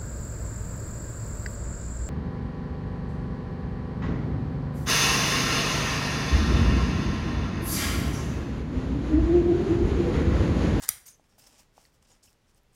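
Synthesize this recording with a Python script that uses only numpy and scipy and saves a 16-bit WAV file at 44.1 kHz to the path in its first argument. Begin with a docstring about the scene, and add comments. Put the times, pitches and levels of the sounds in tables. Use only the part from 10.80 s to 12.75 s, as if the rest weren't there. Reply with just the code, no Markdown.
"""Steel scissors close to a phone in a quiet room. The blades shear cloth, its fibres slipping in clumps.
At 0.09 s they snap shut: contacts ring the steel, the handles thump, the room rings. The hand's push
rumbles until 0.2 s. At 0.25 s the blades scrape open, steel squeaking on steel. From 0.44 s: small quiet
nibbles and rustles in the cloth, with soft knocks, ticks and squeaks, over steady room tone."""
import sys
import numpy as np
from scipy import signal
from scipy.fft import rfft, irfft, next_fast_len
from scipy.io import wavfile
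from scipy.ndimage import map_coordinates

SR = 44100
rng = np.random.default_rng(int(sys.argv[2]) if len(sys.argv) > 2 else 0)


def int16_out(signal):
    """Quantize to a 16-bit WAV file."""
    q = np.round(np.clip(np.atleast_2d(signal).T, -1, 1) * 32767)
    wavfile.write(sys.argv[1], SR, q.astype(np.int16))


N = 85995

# Closing blade contacts, the last a weak echo off the table: (time [s], peak [dB])
CONTACTS = [(.0901, -3.5), (.0909, -6.5), (.0933, -19)]
# Struck blade resonances: (centre [Hz], width [Hz], gain [dB])
BLADE_MODES = [(718.4, 120, -18.5), (1325, 231, -14.5), (2044, 190, -8.5), (3264, 160, -14),
               (3960, 390, -18), (4850, 150, -9), (5802, 190, -4.5), (6930, 320, -4.5), (9250, 440, 2),
               (10300, 320, -3), (10930, 704, -5), (12500, 730, -1), (13250, 820, -5.5),
               (14760, 900, -14.5)]
# Snap spectrum toward the walls, over the blade resonances: (frequency [Hz], gain [dB])
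WALL_SPECTRUM = [(150, -29.5), (500, -4.5), (1250, 3.5), (2100, 3.5), (3600, 5.5), (7000, 0), (10400, -1),
                 (13500, -2.5), (15800, 8)]

# Cut before the snap: (time [s], level [dB])
SHEAR_ENVELOPE = [(0, -50.5), (.016, -59.5), (.021, -43), (.025, -33.5), (.031, -38.5), (.04, -41.5),
                  (.046, -44), (.051, -41.5), (.056, -45.5), (.062, -44), (.068, -56.5), (.081, -53.5),
                  (.089, -30.5)]
# Opening scrape: (time [s], level [dB], treble re level [dB])
OPEN_ENVELOPE = [(0.254, -67, -8), (0.263, -53.5, 0.5), (0.292, -54.5, -3.5), (0.304, -59.5, -3.5),
                 (0.356, -70.5, -17.5), (0.37, -83, -19)]
# One list per small cut or rustle: (time [s], level [dB], treble re level [dB], low mids re level [dB])
NIBBLE_ENVELOPES = [
    [(0.44, -78.5, -10, 7.5), (0.488, -90, 2, 5), (0.496, -74, -15.5, -15), (0.528, -82.5, -8, 9.5),
     (0.579, -80, -9, -3)],
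    [(0.579, -73, 1, 1), (0.585, -62.5, -0.5, -4), (0.661, -64, -15, -2.5), (0.673, -57.5, -10, -3),
     (0.69, -70.5, 2, 5)],
    [(0.69, -66.5, -10, -2), (0.768, -65.5, -16.5, -0.5), (0.802, -59, -10, -3), (0.82, -72, -4, 4),
     (0.87, -88, -12, 4)],
    [(0.93, -83, -6, -1.5), (0.974, -68, -11, 1.5), (1.058, -69.5, -7, -1.5), (1.106, -86, -3, 9)],
    [(1.12, -85, -6, 11), (1.14, -77, -1, -16), (1.144, -73.5, -4.5, 0), (1.164, -77.5, -12, -9),
     (1.19, -94.5, -8.5, 17)],
    [(1.215, -91, -15, 2), (1.227, -69.5, -10, 2), (1.245, -78.5, -5.5, -11), (1.251, -66, -26, 0),
     (1.27, -88, -16, 13)],
    [(1.27, -70.5, -13, -4.5), (1.308, -65.5, -19, -3), (1.368, -74.5, -15, 1.5),
     (1.386, -80.5, -16.5, -15), (1.4, -101, -9.5, 11)],
    [(1.424, -86, -9, -10), (1.431, -58, -28, -20), (1.444, -61.5, -9.5, -9.5), (1.538, -81.5, -0.5, -3),
     (1.56, -104, -8, 12.5)],
    [(1.66, -87.5, -15, -8.5), (1.7, -71, -11, -1), (1.728, -88, -13, -3), (1.78, -72.5, -3, -1.5),
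     (1.81, -99, -18, 2)],
    [(1.912, -95, -1.5, 12), (1.932, -79.5, -7, -1), (1.94, -78, -6, -6.5), (1.95, -68.5, -6, -20)],
]
# Friction spectra: (frequency [Hz], gain [dB])
SHEAR_SPECTRUM = [(150, -40), (250, -8), (627, -7.5), (1150, -4.5), (2190, -12.5), (5300, -3),
                  (11800, -10.5), (15800, -15.5)]
OPEN_SPECTRUM = [(240, -59), (400, -19.5), (1120, -16), (4270, -18), (6180, -5.5), (7550, -10.5),
                 (14000, -17.5), (15800, -17)]
NIBBLE_SPECTRUM = [(120, -27), (200, 7.5), (401, -7.5), (610, -2.5), (1930, -8.5), (3100, -7.5),
                   (4080, -11), (5370, -5), (15800, -14.5)]
# Steel resonances under friction: (centre [Hz], width [Hz], gain [dB])
SHEAR_MODES = [(7000, 28, 0), (8000, 62, 1), (8730, 44, 1.5), (9700, 500, -9.5), (12700, 40, -5),
               (15120, 150, -5.5)]
OPEN_MODES = [(2357, 180, -1), (4960, 270, 0), (6446, 470, -4), (8570, 460, 0), (11600, 300, -1),
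              (13740, 300, 0)]
NIBBLE_MODES = [(2640, 230, -4.5), (5300, 500, -3.5), (7000, 540, -8), (8300, 740, 1), (14200, 540, 8)]

# Steel squeaks: (time [s], length [s], start pitch [Hz], end pitch [Hz], level [dB])
SQUEAKS = [(0, 0.089, 1880, 1770, -52.5), (.259, 0.011, 9200, 8700, -56.5),
           (0.266, .011, 13750, 13400, -50), (.284, 0.01, 6725, 6300, -49),
           (0.296, 0.032, 11320, 8000, -60), (0.299, 0.015, 9600, 9580, -55), (0.32, .026, 9510, 9800, -70),
           (0.324, 0.034, 6640, 6000, -62.5), (0.495, 0.077, 5510, 5400, -79),
           (0.586, .01, 13500, 13400, -62), (0.613, 0.022, 5200, 5260, -64),
           (0.663, 0.014, 5590, 4970, -56.5), (1.034, 0.024, 10900, 11100, -76),
           (1.314, .018, 7140, 6700, -60), (1.289, 0.055, 701, 702, -69.5), (1.471, 0.018, 2880, 2685, -67),
           (1.467, 0.039, 5030, 5960, -70)]
# Knocks and ticks: (time [s], relative level [dB], pitch [Hz], T60 [s])
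TICKS = [(0.084, -45, 4770, 0.0038), (0.089, -33, 5900, 0.0015), (.397, -50, 648, 0.0047),
         (.582, -53, 690, 0.0063), (0.9795, -43, 776, 0.0078), (1.0527, -51.5, 4500, 0.0043),
         (1.052, -57, 1966, 0.0072), (1.227, -54.5, 6000, 0.00075), (1.253, -58, 4930, 0.0013),
         (1.53, -49, 6420, 0.00053), (1.747, -56, 8800, 0.0026), (1.834, -61, 12000, .0012),
         (1.932, -58.5, 8950, .002)]
# Hand squeezing, handles settling: (time [s], level [dB])
RUMBLE_ENVELOPE = [(0, -55.5), (.045, -62), (.07, -67.5), (.12, -60), (.18, -64), (.21, -84)]
# Room decay: (frequency [Hz], T60 [s])
ROOM_DECAY = [(200, 0.56), (1000, 0.43), (3000, 0.35), (8000, 0.35), (15000, 0.28)]
# Room tone and hiss: (frequency [Hz], gain [dB])
ROOM_TONE_SPECTRUM = [(12, -47.5), (20, 4.5), (167, -5.5), (268, -10.5), (308, -11.5), (469, -12),
                      (713, -17), (1080, -19), (2240, -22.5), (2570, -23.5), (5620, -28), (15800, -40)]

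NOISE_LIMIT_HZ = 15850


def amp(db):
    return 10 ** (np.asarray(db) / 20)


def unit_rms(x):
    return x / np.sqrt(np.mean(x ** 2) + 1e-20)


def log_interp(table, hz):
    """Table value at hz, on a log frequency axis."""
    points_hz, values = np.transpose(table)
    return np.interp(np.log(hz + 1), np.log(points_hz + 1), values)


def envelopes_db(table):
    """Per-sample curve for each column after time; -120 dB outside."""
    times_s, *columns = np.transpose(table)
    return [np.interp(np.arange(N) / SR, times_s, column, -120, -120) for column in columns]


def filtered(x, response):
    """Apply the complex gain response(hz) by padded FFT."""
    size = next_fast_len(N + SR // 2)
    return irfft(rfft(x, size) * response(np.fft.rfftfreq(size, 1 / SR)), size)[..., :N]


def resonances(modes, hz):
    """Complex response of damped modes, alternating in sign."""
    return sum((-1) ** k * amp(db) * 1j * hz * width_hz / (centre_hz ** 2 - hz ** 2 + 1j * hz * width_hz)
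               for k, (centre_hz, width_hz, db) in enumerate(modes))


def band(x, lo_hz, hi_hz):
    """Soft-edged band at RMS 1."""
    def response(hz):
        return (hz < NOISE_LIMIT_HZ) / (1 + (lo_hz / (hz + 1)) ** 6) / (1 + (hz / hi_hz) ** 6)
    return unit_rms(filtered(x, response))


def friction(spectrum, modes, ring_db, grain_db, clump_hz):
    """Slips in uneven clumps, through a broad spectrum and the steel's resonances; RMS 1."""
    def response(hz):
        ring = 1 + amp(ring_db) * abs(resonances(modes, hz))
        return amp(log_interp(spectrum, hz)) * ring * (hz < NOISE_LIMIT_HZ)
    clumps = map_coordinates(rng.standard_normal(N // 10), [np.arange(N) * clump_hz / SR])
    slips = rng.standard_normal(N) * amp(grain_db * clumps)
    return unit_rms(filtered(slips, response))


def snap():
    """Sharp contacts ring the damped blades."""
    blows = np.zeros(N)
    for time_s, db in CONTACTS:
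        blows[round(time_s * SR)] = amp(db)
    ring = filtered(signal.unit_impulse(N), lambda hz: resonances(BLADE_MODES, hz))
    return signal.fftconvolve(blows, ring / abs(ring).max())[:N]


def snap_to_walls():
    """Click radiated from all sides of the blades, coloured by their resonances; unit energy."""
    def response(hz):
        return amp(log_interp(WALL_SPECTRUM, hz)) * abs(resonances(BLADE_MODES, hz)) ** 0.62
    click = filtered(signal.unit_impulse(N, round(CONTACTS[0][0] * SR)), response)
    return click / np.linalg.norm(click)


def handle_thump(lag_s=0.0034, start_hz=234, end_hz=52, fall_hz_per_s=12000, t60_s=0.12):
    """The first contact thumps the handles: a damped, falling sine."""
    t = np.maximum(np.arange(N) / SR - CONTACTS[0][0] - lag_s, 0)
    pitch_hz = np.maximum(start_hz - fall_hz_per_s * t, end_hz) * (t > 0)
    return amp(-45.5 - 60 * t / t60_s) * np.sin(2 * np.pi * np.cumsum(pitch_hz) / SR)


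def shear():
    """Cloth fibres slip and part between the closing blades."""
    rub = friction(SHEAR_SPECTRUM, SHEAR_MODES, ring_db=7.0, grain_db=4.5, clump_hz=500)
    return amp(envelopes_db(SHEAR_ENVELOPE)[0]) * rub


def opening_scrape():
    """Blade rubs blade; the treble fades first."""
    level_db, treble_db = envelopes_db(OPEN_ENVELOPE)
    rub = friction(OPEN_SPECTRUM, OPEN_MODES, ring_db=-2.5, grain_db=2.0, clump_hz=620)
    return amp(level_db) * (band(rub, 500, 8000) + amp(treble_db) * band(rub, 8000, 30000))


def nibbles():
    """Small cuts and rustles in cloth, each with its own swell and brightness."""
    rub = friction(NIBBLE_SPECTRUM, NIBBLE_MODES, ring_db=-7.0, grain_db=2.0, clump_hz=400)
    low, mid, treble = band(rub, 200, 4200), band(rub, 4200, 9500), band(rub, 9500, 30000)
    return sum(amp(level_db) * (mid + amp(treble_db) * treble + amp(low_db) * low)
               for level_db, treble_db, low_db in map(envelopes_db, NIBBLE_ENVELOPES))


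def squeaks(width_hz=650):
    """Steel on steel: gliding tones, roughened into narrow noise bands."""
    out, t = np.zeros(N + SR), np.arange(SR // 10) / SR
    for time_s, length_s, start_hz, end_hz, db in SQUEAKS:
        progress = np.clip(t / length_s, 0, 1)
        swell = np.sqrt(abs(np.sin(np.pi * progress))) * (progress < 1)
        phase = 2 * np.pi * np.cumsum(start_hz + (end_hz - start_hz) * progress) / SR
        noise_i, noise_q = [map_coordinates(row, [t * width_hz]) for row in rng.standard_normal((2, 200))]
        tone = noise_i * np.cos(phase) + noise_q * np.sin(phase)
        out[round(time_s * SR):][:len(t)] += amp(db) * swell * tone
    return out[:N]


def ticks(gain_db=7.0):
    """Knocks and ticks: damped sines with a soft attack."""
    out, t = np.zeros(N + SR), np.arange(SR // 20) / SR
    for time_s, db, hz, t60_s in TICKS:
        attack = 1 - np.exp(-8 * t / t60_s)
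        decay = 2 * amp(db + gain_db - 60 * t / t60_s)
        out[round(time_s * SR):][:len(t)] += attack * decay * np.sin(2 * np.pi * hz * t)
    return out[:N]


def hand_rumble():
    """Unsteady push of the hand through handles and table."""
    return amp(envelopes_db(RUMBLE_ENVELOPE)[0]) * band(rng.standard_normal(N), lo_hz=35, hi_hz=126)


def reverb(x, predelay_s=0.003, gain_db=-9):
    """Room reflections: a noise tail whose highs die first."""
    hz, t, noise = signal.stft(rng.standard_normal(SR // 2), SR, nperseg=256)
    decay = amp(-60 * t / log_interp(ROOM_DECAY, hz)[:, None])
    tail = signal.istft(noise * decay, SR, nperseg=256)[1]
    delayed = np.pad(x, (round(predelay_s * SR), 0))
    wet = signal.fftconvolve(delayed, tail / np.linalg.norm(tail))[:N]
    return amp(gain_db) * filtered(wet, lambda hz: hz < NOISE_LIMIT_HZ)


def room_tone(level_db=-66):
    """Steady room noise and microphone hiss."""
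    def response(hz):
        return amp(log_interp(ROOM_TONE_SPECTRUM, hz)) * (hz < NOISE_LIMIT_HZ)
    return amp(level_db) * unit_rms(filtered(rng.standard_normal(N), response))


def scene():
    """Mono mix: direct sound, reflections, background."""
    impact = snap() + handle_thump()
    rubs_and_ticks = shear() + opening_scrape() + nibbles() + squeaks() + ticks()
    reflections = reverb(amp(-14) * impact + amp(2.5) * snap_to_walls())
    reflections += amp(-5) * reverb(rubs_and_ticks)
    return (impact + rubs_and_ticks + reflections + room_tone() + hand_rumble())[None]


def record(dry, limit_hz=16800, rolloff_hz=700):
    """The phone's band limit."""
    return filtered(dry, lambda hz: np.clip((limit_hz - hz) / rolloff_hz, 0, 1) ** 2)


dry = scene()
out = record(dry)
int16_out(out)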